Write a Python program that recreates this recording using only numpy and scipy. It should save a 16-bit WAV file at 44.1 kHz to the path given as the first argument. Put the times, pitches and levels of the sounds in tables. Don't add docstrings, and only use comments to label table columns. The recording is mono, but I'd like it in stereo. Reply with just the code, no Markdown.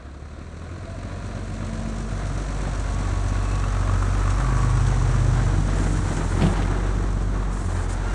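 import sys
import numpy as np
from scipy import signal
from scipy.fft import rfft, irfft, next_fast_len
from scipy.io import wavfile
from scipy.ndimage import uniform_filter1d, map_coordinates

SR = 44100
rng = np.random.default_rng(int(sys.argv[2]) if len(sys.argv) > 2 else 0)


def waveform_to_disk(signal):
    frames = np.transpose(np.atleast_2d(signal))
    scaled = np.clip(frames, -1, 1) * 32767
    samples = np.round(scaled).astype(np.int16)
    wavfile.write(sys.argv[1], SR, samples)


N = 358974

# (time [s], firing rate [Hz])
FIRING_RATE = [(0.0, 33.33), (0.32, 37.07), (0.86, 43.95), (1.09, 46.77), (2.4, 48.22), (2.83, 47.46),
               (3.6, 47.56), (3.9, 46.62), (4.6, 48.58), (5.01, 46.47), (5.89, 46.8), (6.21, 43.4),
               (6.6, 46.6), (7.16, 47.4), (7.41, 47.46), (7.8, 43.62), (8.14, 45.6)]
CRUISE_HZ = 47
CYLINDER_LEVELS = [2, -.5, .8, -.8, -1.5, 0]
RUMBLE_DB_PER_HZ, CLATTER_DB_PER_HZ, GRIT_DB_PER_HZ = 0.6, 0.47, 0.2
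BLOCK_REPEAT, RUMBLE_REPEAT = .65, .35
INJECTION_LEAD, BOOM_LEAD = .12, .24

# (nearest at [s], level there [dB], half length of the pass [s],
# steepness [1 = inverse distance, more when the body shadows it])
TAILPIPE_RUMBLE_PASS = (6, -27.5, .5, 0.4041)
SECOND_ORDER_PASS = (5, -25.5, 2, 1.63)
ENGINE_BAY_PASS = (3, -41, 4.5, 3)
GEARBOX_PASS = (4.5, -37.5, 0.53, 1.36)
RAP_PASS = (4.15, -33, 1.05, 1.6)
TOWED_CHASSIS_PASS = (7, -38, 0.65, 1.7)
DRIVELINE_PASS = (5.5, -32.5, 0.62, 1)

# (time [s], level [dB])
BOOM_LEVELS = [(0.0, -54), (0.02, -56), (0.41, -44), (0.75, -47), (0.91, -38.5), (2.22, -28.5),
               (4.33, -21.5), (5.92, -22.5), (6.08, -27.5), (6.51, -23), (7.48, -24), (7.62, -28),
               (8.09, -25), (8.14, -22)]
# (centre [s], half length [s], level change [dB])
SECOND_ORDER_SWINGS = [(2, 0.13, -3), (2.642, 0.17, -9), (3.3, 0.25, 1.5), (3.94, 0.085, 3.5),
                       (4.45, 0.055, -16), (6.15, 0.066, -5), (6.348, 0.074, 3), (7.53, 0.1, -6.5),
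                       (7.767, 0.14, 7.5)]
# (multiple of the firing rate [ratio, rounded to sixths], loudest at [s], level [dB], half length [s])
EXHAUST_LINES = [(4.67, 1.8, -36.5, 0.354), (3.5, 1.88, -41, .4), (5.67, 3.36, -45, 1.23),
                 (5, 5.3, -44, 2.4)]
# (frequency [Hz], relative density [dB per Hz])
RUMBLE_SPECTRUM = [(20, -24), (52, -6.5), (78, 7), (150, 3.5), (200, -1), (310, -4), (420, -10),
                   (600, -16.5), (1500, -79)]

# (frequency [Hz], relative density [dB per Hz])
BLOCK_SPECTRUM = [(330, -10), (470, -1.5), (550, 3), (700, 4.5), (840, -3), (1010, -1), (1400, -2.5),
                  (2000, -10), (2600, -11.5), (3000, -21), (4150, -12), (5000, -24.5), (9000, -58)]
# (frequency [Hz], relative density [dB per Hz])
CASING_SPECTRUM = [(600, -12), (1120, -1), (1650, -8.5), (2400, -17.5), (6000, -59)]
# (frequency [Hz], width [Hz], lift [dB])
PANEL_MODES = [(473, 22, 3.5), (1000, 73, 1.5), (2530, 210, 1.5)]
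# (most open at [s], half length [s])
FACING_SWELL = (2.1, 2.2)

# (time [s], level [dB])
HARD_KNOCK_BLOWS = [(3.639, -22), (3.767, -26), (3.8955, -21.5), (4.024, -22), (4.1514, -22.5),
                    (4.278, -23.5), (4.4034, -23.5), (4.528, -23.5), (4.776, -26), (5.016, -26.5),
                    (5.1417, -25)]
# (frequency [Hz], relative level [dB], decay by 60 dB [s])
CRANKCASE_MODES = [(1150, -1, .034), (1340, -1.5, .024), (1640, -9, .018), (2580, -17, .024)]
RAP_SCATTER_DB = 2
# (loudest at [s], frequency [Hz], width [Hz], level [dB], half length [s])
COVER_RINGS = [(1.798, 650.8, 21, -50, 0.56), (3.35, 1118, 14, -43.5, .5), (3.5, 2600, 57, -50.5, 0.14),
               (4.052, 1267, 54, -42.5, 0.41), (4.554, 1135, 47, -38, 0.18)]

# (time [s], thump level [dB], clank level before CLANK_LIFT_DB [dB])
TOW_CONTACTS = [(6.411, -22, -29), (6.4205, -14, -29), (6.434, -14, -35), (6.4465, -14, -42),
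                (6.4665, -19, -32), (6.568, -40, -37), (6.622, -32, -31)]
# (frequency [Hz], typical relative level [dB], decay by 60 dB [s])
BED_MODES = [(128, -5, 0.049), (161, -1, 0.11), (190, -3, 0.18), (248, -6, 0.052), (351, -11, 0.16),
             (654, -19.5, 0.16)]
# (frequency [Hz], relative density [dB per Hz])
CLANK_SPECTRUM = [(100, -7), (700, 4), (1200, -14), (3000, -7), (10000, -32)]
CLANK_LIFT_DB, CLANK_T60_S = 1, 0.087

# (nearest at [s], level there [dB], half length [s], steepness [1 = inverse distance])
TREAD_PASSES = [(3.25, -38.5, 1.71, 1.81), (5.9, -34, 1.77, 2.35), (8.1, -36, 0.37, 1.65)]
# (frequency [Hz], relative density [dB per Hz])
ROAR_SPECTRUM = [(180, -4), (330, 3.5), (520, -2.5), (780, 1.5), (1000, -3), (1450, -2.5), (2000, -8.5),
                 (2600, -18), (4000, -18.5), (7000, -42.5)]
# (loudest at [s], half length [s], level [dB])
ROUGH_GROUND = (6.63, 0.32, -35)
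# (frequency [Hz], relative density [dB per Hz])
GROWL_SPECTRUM = [(200, -18), (350, 9.5), (480, -6.5), (850, -7), (1130, 1.5), (1600, -13.5), (3000, -46)]

# (nearest at [s], level there before GRIT_LIFT_DB [dB], half length [s], steepness [1 = inverse distance])
GRIT_PASSES = [(2.6, -49, 1.46, 2.43), (5.1, -44.5, 2.56, 2.95), (8.1, -49.5, 0.21, 3.1)]
GRIT_LIFT_DB, GRAIN_T60_S = 1.5, .014
# (frequency [Hz], relative density [dB per Hz])
GRAVEL_SPECTRUM = [(1500, -2.5), (2600, -2), (4200, -3), (5100, -5.5), (5750, 2.5), (7000, -0.5),
                   (8000, 0.5), (9000, -4.5), (10000, -13.5), (11500, -36)]
# (time [s], noise level before STONE_GAIN [dB])
STONE_SNAPS = [(2.796, -43), (4.304, -38.5), (4.867, -39), (6.167, -40)]
STONE_GAIN = 1.8

# (start [s], start to fade [s], level [dB])
PUDDLE_SPLASHES = [(5.739, 0.79, -47), (7.501, 0.33, -47.5), (7.88, 0.027, -43.5)]
SPLASH_ATTACK_S, SPLASH_T60_S = 0.031, 0.3
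# (frequency [Hz], relative density [dB per Hz])
SPRAY_SPECTRUM = [(3000, -10.5), (5500, -6), (7000, 0.5), (8500, -0.5), (9500, -6), (11500, -23.5)]

DRIVELINE_HZ, CLIMB_HZ_PER_S = 148.3, 18
# (loudest at [s], pitch there [Hz], glide [Hz per s], level [dB], half length [s])
PASSING_DRONES = [(0.917, 668, -1, -44, 0.041), (1.3, 113, 30, -41.5, 0.58), (2.45, 143.2, 11, -36.5, 0.31),
                  (3.051, 76.2, -8.5, -34, 0.3), (3.618, 136.4, -89, -33.5, 0.098),
                  (4.971, 123.3, -5, -24, 0.543), (5.9, 302.4, -34.5, -39, 0.38)]
# (loudest at [s], pitch there [Hz], glide [Hz per s], level [dB], half length [s])
JOINT_SQUEAKS = [(8.1, 1400, -200, -41, .04)]
SQUEAK_OCTAVE_DB = -14

# (centre [Hz], half width at 1/e [Hz], deepest at [s], half length [s])
GROUND_DIP = (850, 100, .8, 1.6)
# (frequency [Hz], side against mid [dB], side phase [rad], likeness of side and mid [0-1])
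PORT_SPREAD = [(110, -19, 0.91, 1), (250, -14.5, 1.85, 0.6), (443, -1, 1.27, 0.84), (845, 4, 1.03, 0.83),
               (1220, 1.5, 0.68, 0.85), (1790, -2, 1.1, 0.57), (2440, 5, 2.9, 0.07), (3540, -1.5, 4.4, 0),
               (5480, 5, 6.1, 0.16), (6200, -25.5, 1.6, 0.3)]
TOP_HZ = 11600


def count_firings(firing_hz):
    firings = np.cumsum(firing_hz) / SR
    middle_s = HARD_KNOCK_BLOWS[len(HARD_KNOCK_BLOWS) // 2][0]
    at_knock = firings[round(middle_s * SR)]
    return firings + -at_knock % len(CYLINDER_LEVELS)


def exhaust(firings, first_db, second_db, rumble_db):
    led = firings + BOOM_LEAD
    angle = 2 * np.pi * led
    first = amp(first_db + .35 * wobble(22)) * np.cos(angle)
    second = amp(second_db + .7 * wobble(16)) * np.cos(2 * angle)
    lines = np.zeros(N)
    cylinders = len(CYLINDER_LEVELS)
    for multiple, s, db, half_s in EXHAUST_LINES:
        order = round(multiple * cylinders) / cylinders
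        level = amp(db + 1.5 * wobble(4)) * swell(s, half_s)
        lines += level * np.cos(order * angle + 0.28 * wobble(7))
    puff = throb(bursts(led, decay=.4, scatter_db=1), depth=.65)
    puffs = heard(churn(firings, RUMBLE_REPEAT) * puff, RUMBLE_SPECTRUM)
    tones = np.sqrt(2) * (first + second + lines)
    return tones + amp(rumble_db) * puffs


def tailpipe_levels(firing_hz):
    first_db, = curves(BOOM_LEVELS)
    swings_db = sum(db * swell(s, half_s) for s, half_s, db in SECOND_ORDER_SWINGS)
    second_db = passing(*SECOND_ORDER_PASS) + swings_db
    rumble_db = passing(*TAILPIPE_RUMBLE_PASS) + RUMBLE_DB_PER_HZ * (firing_hz - CRUISE_HZ)
    return first_db, second_db, rumble_db


def clatter(firings, facing, effort_db):
    strokes = bursts(firings, decay=.45, scatter_db=1)
    beat = throb(strokes, depth=.25 + .7 * facing)
    block_db = passing(*ENGINE_BAY_PASS) + .7 * wobble(9)
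    block = amp(block_db) * heard(panels(churn(firings, BLOCK_REPEAT) * beat), BLOCK_SPECTRUM)
    casing = amp(passing(*GEARBOX_PASS)) * heard(panels(white() * beat), CASING_SPECTRUM)
    return amp(effort_db) * (block + casing)


def panels(pair):
    def response(f):
        total = 1
        for hz, width, db in PANEL_MODES:
            damping = 1j * f * width
            total = total + (amp(db) - 1) * damping / (hz * hz - f * f + damping)
        return total
    return filtered(pair, response)


def diesel_knock(firings):
    def ordinary(s):
        return all(abs(s - hard_s) * CRUISE_HZ > .5 for hard_s, _ in HARD_KNOCK_BLOWS)
    raps = [(s, db) for s, db in each_firing(firings, RAP_PASS) if ordinary(s)]
    return struck(raps + HARD_KNOCK_BLOWS, CRANKCASE_MODES)


def each_firing(firings, way):
    starts = np.flatnonzero(np.diff(np.floor(firings)))
    levels_db = passing(*way)[starts] + RAP_SCATTER_DB * rng.standard_normal(len(starts))
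    return list(zip(starts / SR, levels_db))


def struck(blows, modes):
    t = np.arange(SR // 8) / SR
    attack = 1 - np.exp(-t / .0005)
    out = np.zeros((2, N + SR))
    for hz, level, t60 in modes:
        shape = attack * amp(level - 60 * t / t60)
        for s, db in blows:
            angle = 2 * np.pi * hz * (1 + .015 * rng.standard_normal()) * t
            ring = np.sin([angle, angle + 2 * np.pi * rng.random()])
            out[:, round(s * SR):][:, :len(t)] += amp(db) * shape * ring
    return spread(*out[:, :N])


def covers(firings):
    drive = white() * bursts(firings, decay=.3, scatter_db=1)
    out = np.zeros((2, N))
    for s, hz, width, db, half_s in COVER_RINGS:
        pole = np.exp(np.pi * (2j * hz - width) / SR)
        ring = signal.lfilter([1], [1, -pole], drive)
        held_in = ring.real / np.sqrt(np.abs(ring))
        out += amp(db) * swell(s, half_s) * unit(held_in)
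    return spread(*out)


def knock():
    t = np.arange(SR // 2) / SR
    attack = 1 - np.exp(-t / .0015)
    thump = np.zeros(N + SR)
    for s, db, _ in TOW_CONTACTS:
        ring = np.zeros(len(t))
        for hz, level, t60 in BED_MODES:
            decay_db = level + rng.standard_normal() - 60 * t / t60
            ring += amp(decay_db) * np.sin(2 * np.pi * hz * t)
        thump[round(s * SR):][:len(t)] += amp(db) * ring * attack
    rattle = amp(1.5 * wobble(450))
    clanks = [(s, db) for s, _, db in TOW_CONTACTS]
    cracks = amp(CLANK_LIFT_DB) * strikes(clanks, t60=CLANK_T60_S) * rattle * white()
    return thump[:N] + np.std(cracks[0]) * heard(cracks, CLANK_SPECTRUM)


def rolling(roar_db):
    s, half_s, rough_db = ROUGH_GROUND
    level = np.hypot(amp(roar_db), amp(rough_db) * swell(s, half_s))
    grinding = amp(1.5 * wobble(140) + 1.3 * wobble(20))
    growl = amp(passing(*TOWED_CHASSIS_PASS)) * heard(panels(white() * grinding), GROWL_SPECTRUM)
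    return level * heard(panels(white() * grinding), ROAR_SPECTRUM) + growl


def tyre_levels(firing_hz):
    def total_db(axles):
        return 10 * np.log10(sum(amp(passing(*axle)) ** 2 for axle in axles))
    grit_db = total_db(GRIT_PASSES) + GRIT_DB_PER_HZ * (firing_hz - CRUISE_HZ)
    return total_db(TREAD_PASSES), grit_db


def gravel(firings, facing, crunch_db, grains_per_s, spread_db):
    sizes = amp(spread_db * np.minimum(rng.exponential(size=N), 2))
    cracks = (rng.random(N) < grains_per_s / SR) * sizes
    grain_decay = amp(-60 / (GRAIN_T60_S * SR))
    grit = unit(white() * signal.lfilter([1], [1, -grain_decay], cracks))
    injections = bursts(firings + INJECTION_LEAD, decay=0.43, scatter_db=2)
    ticks = white() * throb(injections, depth=.9 * facing)
    bed = amp(crunch_db + GRIT_LIFT_DB) * unit(ticks + 0.56 * grit)
    snaps = STONE_GAIN * strikes(STONE_SNAPS, t60=0.066) * white()
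    mix = bed + snaps
    return np.std(mix[0]) * heard(mix, GRAVEL_SPECTRUM)


def puddles():
    t = np.arange(N) / SR
    spray = np.zeros(N)
    for s, hold_s, db in PUDDLE_SPLASHES:
        rise = np.clip((t - s) / SPLASH_ATTACK_S, 0, 1)
        spray += rise * amp(db - 60 * np.maximum(t - s - hold_s, 0) / SPLASH_T60_S)
    return spray * amp(2.2 * wobble(60)) * heard(white(), SPRAY_SPECTRUM)


def driveline():
    tone = hum(DRIVELINE_PASS[0], DRIVELINE_HZ, CLIMB_HZ_PER_S, waver_db=1.5)
    return amp(passing(*DRIVELINE_PASS)) * tone


def drone(s, hz, glide, db, half_s):
    return amp(db) * swell(s, half_s, order=4) * hum(s, hz, glide, waver_db=1)


def squeaks():
    out = np.zeros(N)
    for s, hz, glide, db, half_s in JOINT_SQUEAKS:
        out += drone(s, hz, glide, db, half_s)
        out += drone(s, 2 * hz, 2 * glide, db + SQUEAK_OCTAVE_DB, half_s)
    return out


def hum(s, hz, glide, waver_db):
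    pitch = hz + glide * (np.arange(N) / SR - s)
    angle = 2 * np.pi * np.cumsum(pitch) / SR + 0.16 * wobble(11)
    return np.sqrt(2) * amp(waver_db * wobble(9.9)) * np.sin(angle)


def ground_bounce(pair):
    hz, width, s, half_s = GROUND_DIP
    band = filtered(pair, lambda f: np.exp(-((f - hz) / width) ** 2))
    return pair - .7 * swell(s, half_s) * band


def passing(nearest_s, peak_db, half_s, steepness):
    distance = np.hypot(1, (np.arange(N) / SR - nearest_s) / half_s)
    return peak_db - steepness * 20 * np.log10(distance)


def swell(s, half_s, order=2):
    away = np.abs(np.arange(N) / SR - s) / half_s
    return np.exp2(-np.minimum(away, 2 * np.pi) ** order)


def bursts(firings, decay, scatter_db):
    index = firings.astype(int)
    scatter = scatter_db * rng.standard_normal(1024)[index]
    size_db = np.take(CYLINDER_LEVELS, index % len(CYLINDER_LEVELS)) + scatter
    pulses = amp(size_db) * np.exp(-(firings % 1) / decay)
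    return unit(uniform_filter1d(pulses, size=130))


def throb(envelope, depth):
    depth = np.clip(depth, 0, 1)
    return np.sqrt(1 - depth + depth * envelope ** 2)


def strikes(rows, t60):
    t = np.arange(N) / SR
    total = np.zeros(N)
    for s, db in rows:
        sounding = (t >= s) * (t < s + 2 * t60)
        total += amp(db - 60 * np.clip(t - s, 0, 2 * t60) / t60) * sounding
    return total


def churn(firings, repeat):
    size = int(len(CYLINDER_LEVELS) * SR / CRUISE_HZ)
    place = firings / len(CYLINDER_LEVELS) % 1 * size
    loops = rng.standard_normal((2, size))
    cycle = np.array([map_coordinates(row, [place], mode="grid-wrap") for row in loops])
    return np.sqrt(repeat) * cycle + np.sqrt(1 - repeat) * white()


def white():
    return rng.standard_normal((2, N))


def wobble(rate):
    coarse = np.linspace(0, N, N // 32)
    knots = rng.standard_normal(int(N * rate / SR) + 4)
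    return np.interp(np.arange(N), coarse, map_coordinates(knots, [coarse * rate / SR]))


def curves(rows):
    s, *cols = np.transpose(rows)
    return [np.interp(np.arange(N) / SR, s, c) for c in cols]


def along(points, hz, axis=1):
    cols = np.transpose(points)
    return np.interp(np.log(hz + 1), np.log(cols[0] + 1), cols[axis])


def filtered(x, response):
    m = next_fast_len(N + SR // 4)
    return irfft(rfft(x, m) * response(np.fft.rfftfreq(m, 1 / SR)), m)[..., :N]


def heard(pair, spectrum):
    direct, diffuse = filtered(pair, lambda hz: amp(along(spectrum, hz)))
    return spread(direct, diffuse) / np.std(direct)


def spread(direct, diffuse):
    def width(hz):
        return amp(along(PORT_SPREAD, hz))

    def alike(hz):
        return np.clip(along(PORT_SPREAD, hz, axis=3), 0, 1)

    def phase(hz):
        return np.exp(1j * along(PORT_SPREAD, hz, axis=2))
    side = filtered(direct, lambda hz: width(hz) * alike(hz) * phase(hz))
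    side = side + filtered(diffuse, lambda hz: width(hz) * np.sqrt(1 - alike(hz) ** 2))
    return np.array([direct + side, direct - side])


def amp(db):
    return 10 ** (np.asarray(db) / 20)


def unit(x):
    return x / np.sqrt(np.mean(x ** 2) + 1e-20)


def scene():
    firing_hz, = curves(FIRING_RATE)
    firings = count_firings(firing_hz)
    facing = 0.063 + 0.39 * swell(*FACING_SWELL)
    effort_db = CLATTER_DB_PER_HZ * (firing_hz - CRUISE_HZ)
    roar_db, crunch_db = tyre_levels(firing_hz)
    steel = diesel_knock(firings) + covers(firings)
    pipe = exhaust(firings, *tailpipe_levels(firing_hz))
    wrecker = pipe + clatter(firings, facing, effort_db) + steel
    grit = gravel(firings, facing, crunch_db, grains_per_s=260, spread_db=3.5)
    tyres = rolling(roar_db) + grit + puddles()
    hums = driveline() + sum(drone(*row) for row in PASSING_DRONES) + squeaks()
    return ground_bounce(wrecker + tyres) + hums + knock()


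def record(dry):
    return filtered(dry, lambda hz: hz < TOP_HZ)


dry = scene()
out = record(dry)
waveform_to_disk(out)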